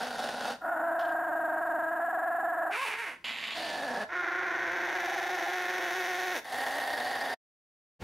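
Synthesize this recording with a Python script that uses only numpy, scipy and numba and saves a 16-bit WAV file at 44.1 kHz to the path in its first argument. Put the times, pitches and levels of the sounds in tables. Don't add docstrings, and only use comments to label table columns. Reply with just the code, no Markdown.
import sys
import numpy as np
from scipy import signal
from scipy.fft import rfft, irfft
from scipy.io import wavfile
from scipy.ndimage import uniform_filter1d
from numba import njit

SR = 44100
rng = np.random.default_rng(int(sys.argv[2]) if len(sys.argv) > 2 else 0)


def to_wav(s):
    ch = np.atleast_2d(s).T
    pcm = np.round(np.clip(ch, -1, 1) * 32767)
    wavfile.write(sys.argv[1], SR, pcm.astype(np.int16))


N = 354123
T = np.arange(N) / SR

BREATHS = {"first growl": (0, .58, .004, .07, -35.6, -46.4, -54.3, 0, 2.2),
           "first howl": (.611, 2.725, .05, .02, -30.5, -66.8, -61.8, 0, 0),
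           "yelp": (2.706, 3.0, .025, .05, -34.8, -42.8, -54.3, -20, 0),
           "falling yelp": (2.965, 3.18, .025, .095, -37.6, -47.6, -57.5, -8, 0),
           "snarl": (3.243, 3.9, .002, .36, -41.8, -41, -60.3, -8, 1.5),
           "second growl": (3.54, 4.055, .03, .025, -35.3, -49, -56, 12, 0),
           "second howl": (4.085, 6.41, .06, .045, -32.4, -47.3, -58.8, -.7, 0),
           "last growl": (6.445, 7.35, .11, .01, -33, -46.5, -51, -1, 0)}
# f/Hz, level/dB
GROWL_THROAT = [(110, -17), (230, -7.5), (380, -10.5), (500, -2.5), (750, -2.5), (1100, -11), (1750, -9),
                (2200, -15), (3400, -9), (4700, -11), (5800, -19), (8000, -32.5), (9700, -31),
                (15500, -45.5)]


def undb(db):
    return 10 ** (np.asarray(db) / 20)


def curves(table, t=T):
    times, *columns = np.transpose(table)
    return [np.interp(t, times, column) for column in columns]


def unit(x):
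    return x / np.sqrt(np.mean(x ** 2) + 1e-18)


def colour(x, points, size=2048):
    hz, db = np.transpose(points)
    grid_hz = np.maximum(np.fft.rfftfreq(size, 1 / SR), 1)
    rolloff = 2 * np.minimum(np.log(grid_hz / hz[0]), 0)
    cepstrum = irfft(np.log(undb(np.interp(np.log(grid_hz), np.log(hz), db))) + rolloff)
    cepstrum[1:size // 2] *= 2
    cepstrum[size // 2 + 1:] = 0
    return signal.oaconvolve(x, irfft(np.exp(rfft(cepstrum))))[:len(x)]


def walk(rate_hz, size=N):
    hold = int(SR / rate_hz)
    steps = np.repeat(rng.standard_normal(N // hold + 1), hold)
    return unit(uniform_filter1d(steps, hold)[:N])[:size]


def bump(phase, centre, width):
    return np.exp(-(((phase - centre + .5) % 1 - .5) / width) ** 2)


def split(x, low_hz, high_hz):
    edges = [(low_hz, "low"), ((low_hz, high_hz), "band"), (high_hz, "high")]
    return [signal.sosfiltfilt(signal.butter(4, hz, kind, fs=SR, output="sos"), x) for hz, kind in edges]


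@njit
def resonance(x, hz, width_hz):
    y, band, low = np.empty(len(x)), 0., 0.
    for i in range(len(x)):
        g, k = np.tan(np.pi * hz[i] / SR), width_hz / hz[i]
        v = (band + g * (x[i] - low)) / (1 + g * (g + k))
        band, low, y[i] = 2 * v - band, low + 2 * g * v, k * v
    return y


@njit
def closures(hz, jitter, shimmer, chance):
    pulses, phase, strength = np.zeros(len(hz) + 1), np.empty(len(hz)), np.empty(len(hz))
    turns, cycle, size = 0., 0, 1.
    for i in range(len(hz)):
        step = hz[i] * np.exp(jitter[i] * chance[cycle, 0]) / SR
        turns += step
        if turns >= 1:
            turns, cycle = turns - 1, cycle + 1
            size = np.exp(shimmer[i] * chance[cycle, 1] - shimmer[i] ** 2)
            pulses[i] += size * turns / step
            pulses[i + 1] += size * (1 - turns / step)
        phase[i], strength[i] = turns, size
    return pulses[:-1], phase, strength


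def scatter(x, share=.53):
    for lag in (37, 61, 103):
        loop = np.r_[1, np.zeros(lag - 1), share]
        x = signal.lfilter(loop[::-1], loop, x)
    return x


def larynx(age_s, hz, rough, flutter, doubling, uneven):
    n = len(age_s)
    flap_hz = 22.6 + 5.65 * np.exp(-age_s / .49)
    flap = (np.cumsum(flap_hz * (age_s > .027)) / SR + .2 * uneven * walk(16, n)) % 1
    force = np.clip(1 + uneven * walk(23, n), 0, 1.6)
    jerk = uniform_filter1d(np.exp(-flap / .28), size=130) - .2
    hz = hz * (1 + 1.35 * flutter * jerk * force)
    hz = hz * np.exp(rough * (.045 * walk(110, n) + .055 * walk(34, n)))
    opening = np.clip(1 - 2.3 * flutter * force * bump(flap, 0, .14), .05, 1)
    crack = flutter / .14 * (force * bump(flap, .15, .24) - .4)
    spurt = undb(17 * flutter * np.cos(2 * np.pi * (flap - .6)))
    chance = rng.standard_normal((N // 40, 2)) + doubling * (-1) ** np.arange(N // 40)[:, None]
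    pulses, phase, strength = closures(hz, .12 * rough, .53 * rough, chance)
    air = rng.standard_normal(N)[:n] * np.exp(-phase / .42) * strength ** .62
    return unit(scatter(pulses)), unit(air) * rough, opening, spurt, crack


def growl_course(name, flutter=.04):
    growls = {"first growl": (244, 236, .85, 760, 2, 1470, 1460),
              "snarl": (234, 235, .68, 1150, -10, 2060, 1900),
              "second growl": (345, 205, .6, 720, -4, 1780, 1670),
              "last growl": (268, 258, .72, 755, 4.5, 1880, 1760)}
    start, end = BREATHS[name][:2]
    hz, end_hz, rough, pharynx_hz, pharynx_db, mouth_hz, end_mouth_hz = growls[name]
    held = rough, flutter, pharynx_hz, pharynx_db
    return [(start, hz, *held, mouth_hz), (end, end_hz, *held, end_mouth_hz)]


def steady(x, window_s=.045):
    power = x ** 2
    for _ in range(2):
        power = uniform_filter1d(power, size=int(window_s * SR))
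    return x / np.sqrt(np.abs(power) + 1e-18)


def breath(name, t, gape_oct, heave_hz=4.2):
    start, end, attack_s, release_s, voice_db, rasp_db, hiss_db, swell_db_s, heave_db = BREATHS[name]
    onset = np.clip(1 - (t - start) / attack_s, 0, 1)
    release = np.clip((end - t) / release_s, 0, 1)
    push = undb(heave_db * np.cos(2 * np.pi * heave_hz * (t - start))) * release
    voice = undb(voice_db - 12 * onset + swell_db_s * (t - t.mean()))
    rasp = undb(rasp_db - 10 * onset + 28 * gape_oct)
    hiss = undb(hiss_db - 10 * onset + 50 * gape_oct)
    return push * voice, push * rasp, push * hiss


def call(name, timbre, air_db, mouth_db, mouth_width_hz, tune=None, muffled=False, wheeze=None,
         pharynx_width_hz=110, buzz=.5, doubling=0, uneven=.24, cracks_db=(0, 0, 0), gargle_db=0,
         deepen_db_s=0, mouth_fade_db_s=0):
    # delay/s, gain
    glints = [(.0011, 0.15), (.0027, 0.35)]
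    start, end = BREATHS[name][:2]
    span = (T >= start) & (T < end)
    t = T[span]
    hz, rough, flutter, pharynx_hz, pharynx_db, mouth_hz = curves(tune or growl_course(name), t)
    pulses, air, opening, spurt, crack = larynx(t - start, hz, rough, flutter, doubling, uneven)
    gargle_hz = 118 * (1 + .35 * walk(90, len(t)))
    gargle = undb(gargle_db * np.cos(2 * np.pi * np.cumsum(gargle_hz) / SR))

    voiced = colour(pulses + undb(air_db) * air, timbre)
    voiced += undb(pharynx_db) * resonance(voiced, pharynx_hz, pharynx_width_hz)
    ring_db = mouth_db - mouth_fade_db_s * (t - start)
    voiced += undb(ring_db) * resonance(voiced, mouth_hz, mouth_width_hz)
    chest, pharynx, mouth = (x * undb(db * crack) for x, db in zip(split(voiced, 570, 1100), cracks_db))
    deep = (chest + pharynx) * opening * undb(deepen_db_s * (t - t.mean()))
    voiced = deep + mouth * opening ** .25 * gargle
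    breathy = colour(buzz * pulses + unit(air), timbre) * spurt * gargle
    breathy += sum(gain * np.roll(breathy, int(delay_s * SR)) for delay_s, gain in glints)

    edges_hz = 2400, 7000
    voice = steady(split(voiced, *edges_hz)[0])
    rasp, hiss = map(steady, split(breathy, *edges_hz)[1:])
    if wheeze is not None:
        wheeze_hz, wheeze_db = curves(wheeze, t)
        rasp += undb(wheeze_db) * resonance(rasp, wheeze_hz, width_hz=800)
    gape_oct = 0 if muffled else np.log2(mouth_hz / mouth_hz.mean())
    out = np.zeros(N)
    out[span] = sum(unit(x) * gain for x, gain in zip((voice, rasp, hiss), breath(name, t, gape_oct)))
    return out


def growl(name, throat=GROWL_THROAT, **settings):
    return call(name, throat, gargle_db=1.2, **settings)


def pen(decay_s=.015, gain_db=-11):
    # t/s, relative level/dB
    ticks = [(0.3122, -39), (0.9931, -34.5), (1.0103, -40), (1.0493, -40), (1.0907, -43.5), (1.122, -52.5),
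             (3.243, -41)]
    # f/Hz, level/dB
    wire = [(1500, -17), (3000, 5), (4000, -3), (4800, -5.5), (7000, -17), (14000, -24)]
    blows = sum(undb(db) * (T >= s) * np.exp(-np.abs(T - s) / decay_s) for s, db in ticks)
    return undb(gain_db) * blows * unit(colour(rng.standard_normal(N), wire))


def first_howl():
    # f/Hz, level/dB
    timbre = [(170, -32), (285, -4.5), (365, -20), (500, -11), (660, -4.5), (800, -3.5), (1030, -11),
              (1420, -6.5), (1800, -13), (2350, -38), (6000, -72), (7200, -45), (8300, -50), (11000, -45),
              (12100, -47), (13300, -39), (15500, -62)]
    # t/s, pitch/Hz, roughness, flutter, pharynx/Hz, ring/dB, mouth/Hz
    tune = [(.62, 345, .45, .11, 725, -3, 1400), (1.05, 330, .22, .14, 700, -2, 1610),
            (1.72, 322, .18, .17, 670, -2.5, 1600), (2.03, 339, .19, .19, 715, -2.5, 1675),
            (2.7, 338, .19, .19, 710, -2.5, 1700)]
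    return call("first howl", timbre, tune=tune, air_db=-1, mouth_db=9, mouth_width_hz=60,
                muffled=True, pharynx_width_hz=180, cracks_db=(0, 0, -4))


def yelps():
    # f/Hz, level/dB
    throat = [(120, -31.5), (280, -10), (450, -4), (700, -5), (1000, -1), (1600, 2), (2500, 0), (3200, -11),
              (5500, -22), (7500, -28), (10000, -26), (15500, -40.5)]
    # t/s, pitch/Hz, roughness, flutter, pharynx/Hz, ring/dB, mouth/Hz
    rising = [(2.71, 385, .36, 0, 1600, 5, 2250), (2.75, 460, .44, 0, 1420, 5, 2330),
              (2.775, 485, .42, 0, 980, 2, 2350), (2.83, 555, .42, 0, 1120, 7, 2400),
              (2.85, 455, .45, 0, 910, 5, 2450), (2.88, 430, .65, 0, 900, -10, 2450),
              (2.97, 450, .6, 0, 1100, -12, 2100)]
    falling = [(2.97, 470, .35, 0, 1600, 0, 2200), (3.01, 480, .25, 0, 1650, 10, 2200),
               (3.05, 400, .45, 0, 1600, -6, 2100), (3.11, 250, .5, 0, 1550, -8, 2090)]
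    first = call("yelp", throat, tune=rising, air_db=-1, mouth_db=2, mouth_width_hz=220, buzz=1.5)
    return first + call("falling yelp", throat, tune=falling, air_db=-1, mouth_db=3,
                        mouth_width_hz=260, buzz=1.5, doubling=1.1)


def snarl():
    # f/Hz, level/dB
    throat = [(100, -28), (230, -8), (360, -14), (700, -7.5), (1500, -4), (2200, 3.5), (3200, 9.5),
              (4800, -1), (5800, -17), (7000, -16), (8500, -29), (12000, -28.5), (15500, -49.5)]
    # t/s, f/Hz, ring/dB
    wheeze = [(3.25, 3100, 0), (3.36, 3100, -14), (3.48, 3600, -8), (3.6, 4450, 9), (3.8, 4350, 9)]
    return growl("snarl", throat, air_db=9.5, mouth_db=-4.5, mouth_width_hz=240, wheeze=wheeze)


def second_howl():
    # f/Hz, level/dB
    throat = [(120, -29), (270, -13), (352, -6.5), (430, -9), (520, -2), (620, -9), (740, -9), (880, -8),
              (1100, -13), (1250, -10.5), (1480, -3.5), (1900, -3), (2150, -5.5), (2800, -17.5),
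              (3500, -13), (4700, -23), (6000, -19), (7800, -33), (13000, -28.5), (15500, -37)]
    # t/s, pitch/Hz, roughness, flutter, pharynx/Hz, ring/dB, mouth/Hz
    tune = [(4.09, 325, .25, .08, 980, 0, 1400), (4.17, 358, .22, .12, 1100, -1, 1440),
            (4.45, 355, .26, .12, 1080, -2, 1450), (4.7, 350, .36, .09, 1000, -2, 1540),
            (4.92, 350, .38, .08, 790, -3, 1630), (5.07, 357, .24, .14, 770, 4.5, 1720),
            (5.3, 358, .24, .14, 765, 4.5, 1720), (5.42, 356, .26, .13, 760, 3, 1730),
            (5.55, 359, .23, .08, 760, 1, 1740), (5.78, 356, .35, .06, 770, -10, 1750),
            (5.95, 365, .22, .04, 760, -7, 1800), (6.33, 364, .24, .04, 745, -3, 1810),
            (6.385, 205, .3, .01, 735, -6, 2030)]
    return call("second howl", throat, tune=tune, air_db=-4, mouth_db=4, mouth_width_hz=90,
                pharynx_width_hz=140, buzz=1.5, doubling=1.1, uneven=.7, cracks_db=(-10, 4, -3),
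                gargle_db=3.2, deepen_db_s=2, mouth_fade_db_s=9)


def last_growl():
    # f/Hz, level/dB
    throat = [(110, -19), (200, -19), (280, -11.5), (380, -7.5), (600, -5.5), (750, -3.5), (900, -8.5),
              (1300, -10), (1850, -4), (2400, -13.5), (3400, -1.5), (4700, -7), (7800, -30), (11000, -28),
              (15500, -38.5)]
    # t/s, f/Hz, ring/dB
    wheeze = [(6.82, 4600, -14), (6.92, 4550, 0), (7.33, 4950, 2)]
    return growl("last growl", throat, air_db=.5, mouth_db=2.5, mouth_width_hz=200, wheeze=wheeze)


def room(x, near_t60_s=.24, far_t60_s=.65, wet_db=-10, side_db=-12, gain_db=-.7):
    # t/s, left minus right/dB
    head_turn = [(0, -.2), (2.3, 0.3), (2.8, -1.2), (3.25, -3), (3.75, -0.5), (4.3, -1), (5.2, 0),
                 (7.3, -.6)]
    # f/Hz, level/dB
    side_shape = [(100, -10), (400, -11), (1000, -5), (3500, -1), (8000, -3.5), (12000, -20)]
    t = T[:SR // 2]
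    decay = undb(-60 * t / near_t60_s) + undb(-11 - 60 * t / far_t60_s)
    tails = rng.standard_normal((2, len(t))) * decay * (t > .003)
    mid, side = (signal.oaconvolve(x, tail / np.linalg.norm(tail))[:N] for tail in tails)
    sign = np.array([[1], [-1]])
    direct = x * undb(sign * curves(head_turn)[0] / 2)
    return undb(gain_db) * (direct + undb(wet_db) * mid + undb(side_db) * sign * colour(side, side_shape))


def room_tone(level_db=-65):
    # f/Hz, level/dB
    tone_shape = [(25, -14.5), (42, -2.5), (65, -4), (120, -2.5), (300, -2.5), (1000, -18), (4000, -22.5),
                  (15000, -34.5)]
    return undb(level_db + 2 * walk(1.6)) * unit(colour(rng.standard_normal(N), tone_shape))


def rustle(level_db=-38, start_s=7.99, fade_s=.031):
    # f/Hz, level/dB
    rustle_shape = [(35, -35), (60, -8), (130, -1), (260, -12), (399, -8.5), (970, -18), (1110, -21),
                    (2060, -22), (14000, -45.5)]
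    fade_in = np.clip((T - start_s) / fade_s, 0, 1) ** 2
    return undb(level_db) * unit(colour(rng.standard_normal(N), rustle_shape)) * fade_in


def scene(cut_s=7.34):
    dog = growl("first growl", air_db=2.5, mouth_db=10, mouth_width_hz=120)
    dog += first_howl() + yelps() + snarl()
    dog += growl("second growl", air_db=3, mouth_db=12.5, mouth_width_hz=54)
    dog += second_howl() + last_growl()
    indoors = room(dog + pen()) + room_tone()
    cut = np.exp(-np.maximum(T - cut_s, 0) / .0052)
    return indoors * cut + rustle()


def record(dry, ceiling=.23, top_hz=15720):
    rounded = ceiling * np.tanh(dry / ceiling)
    return signal.sosfilt(signal.ellip(10, .2, 80, top_hz, fs=SR, output="sos"), rounded)


dry = scene()
out = record(dry)
to_wav(out)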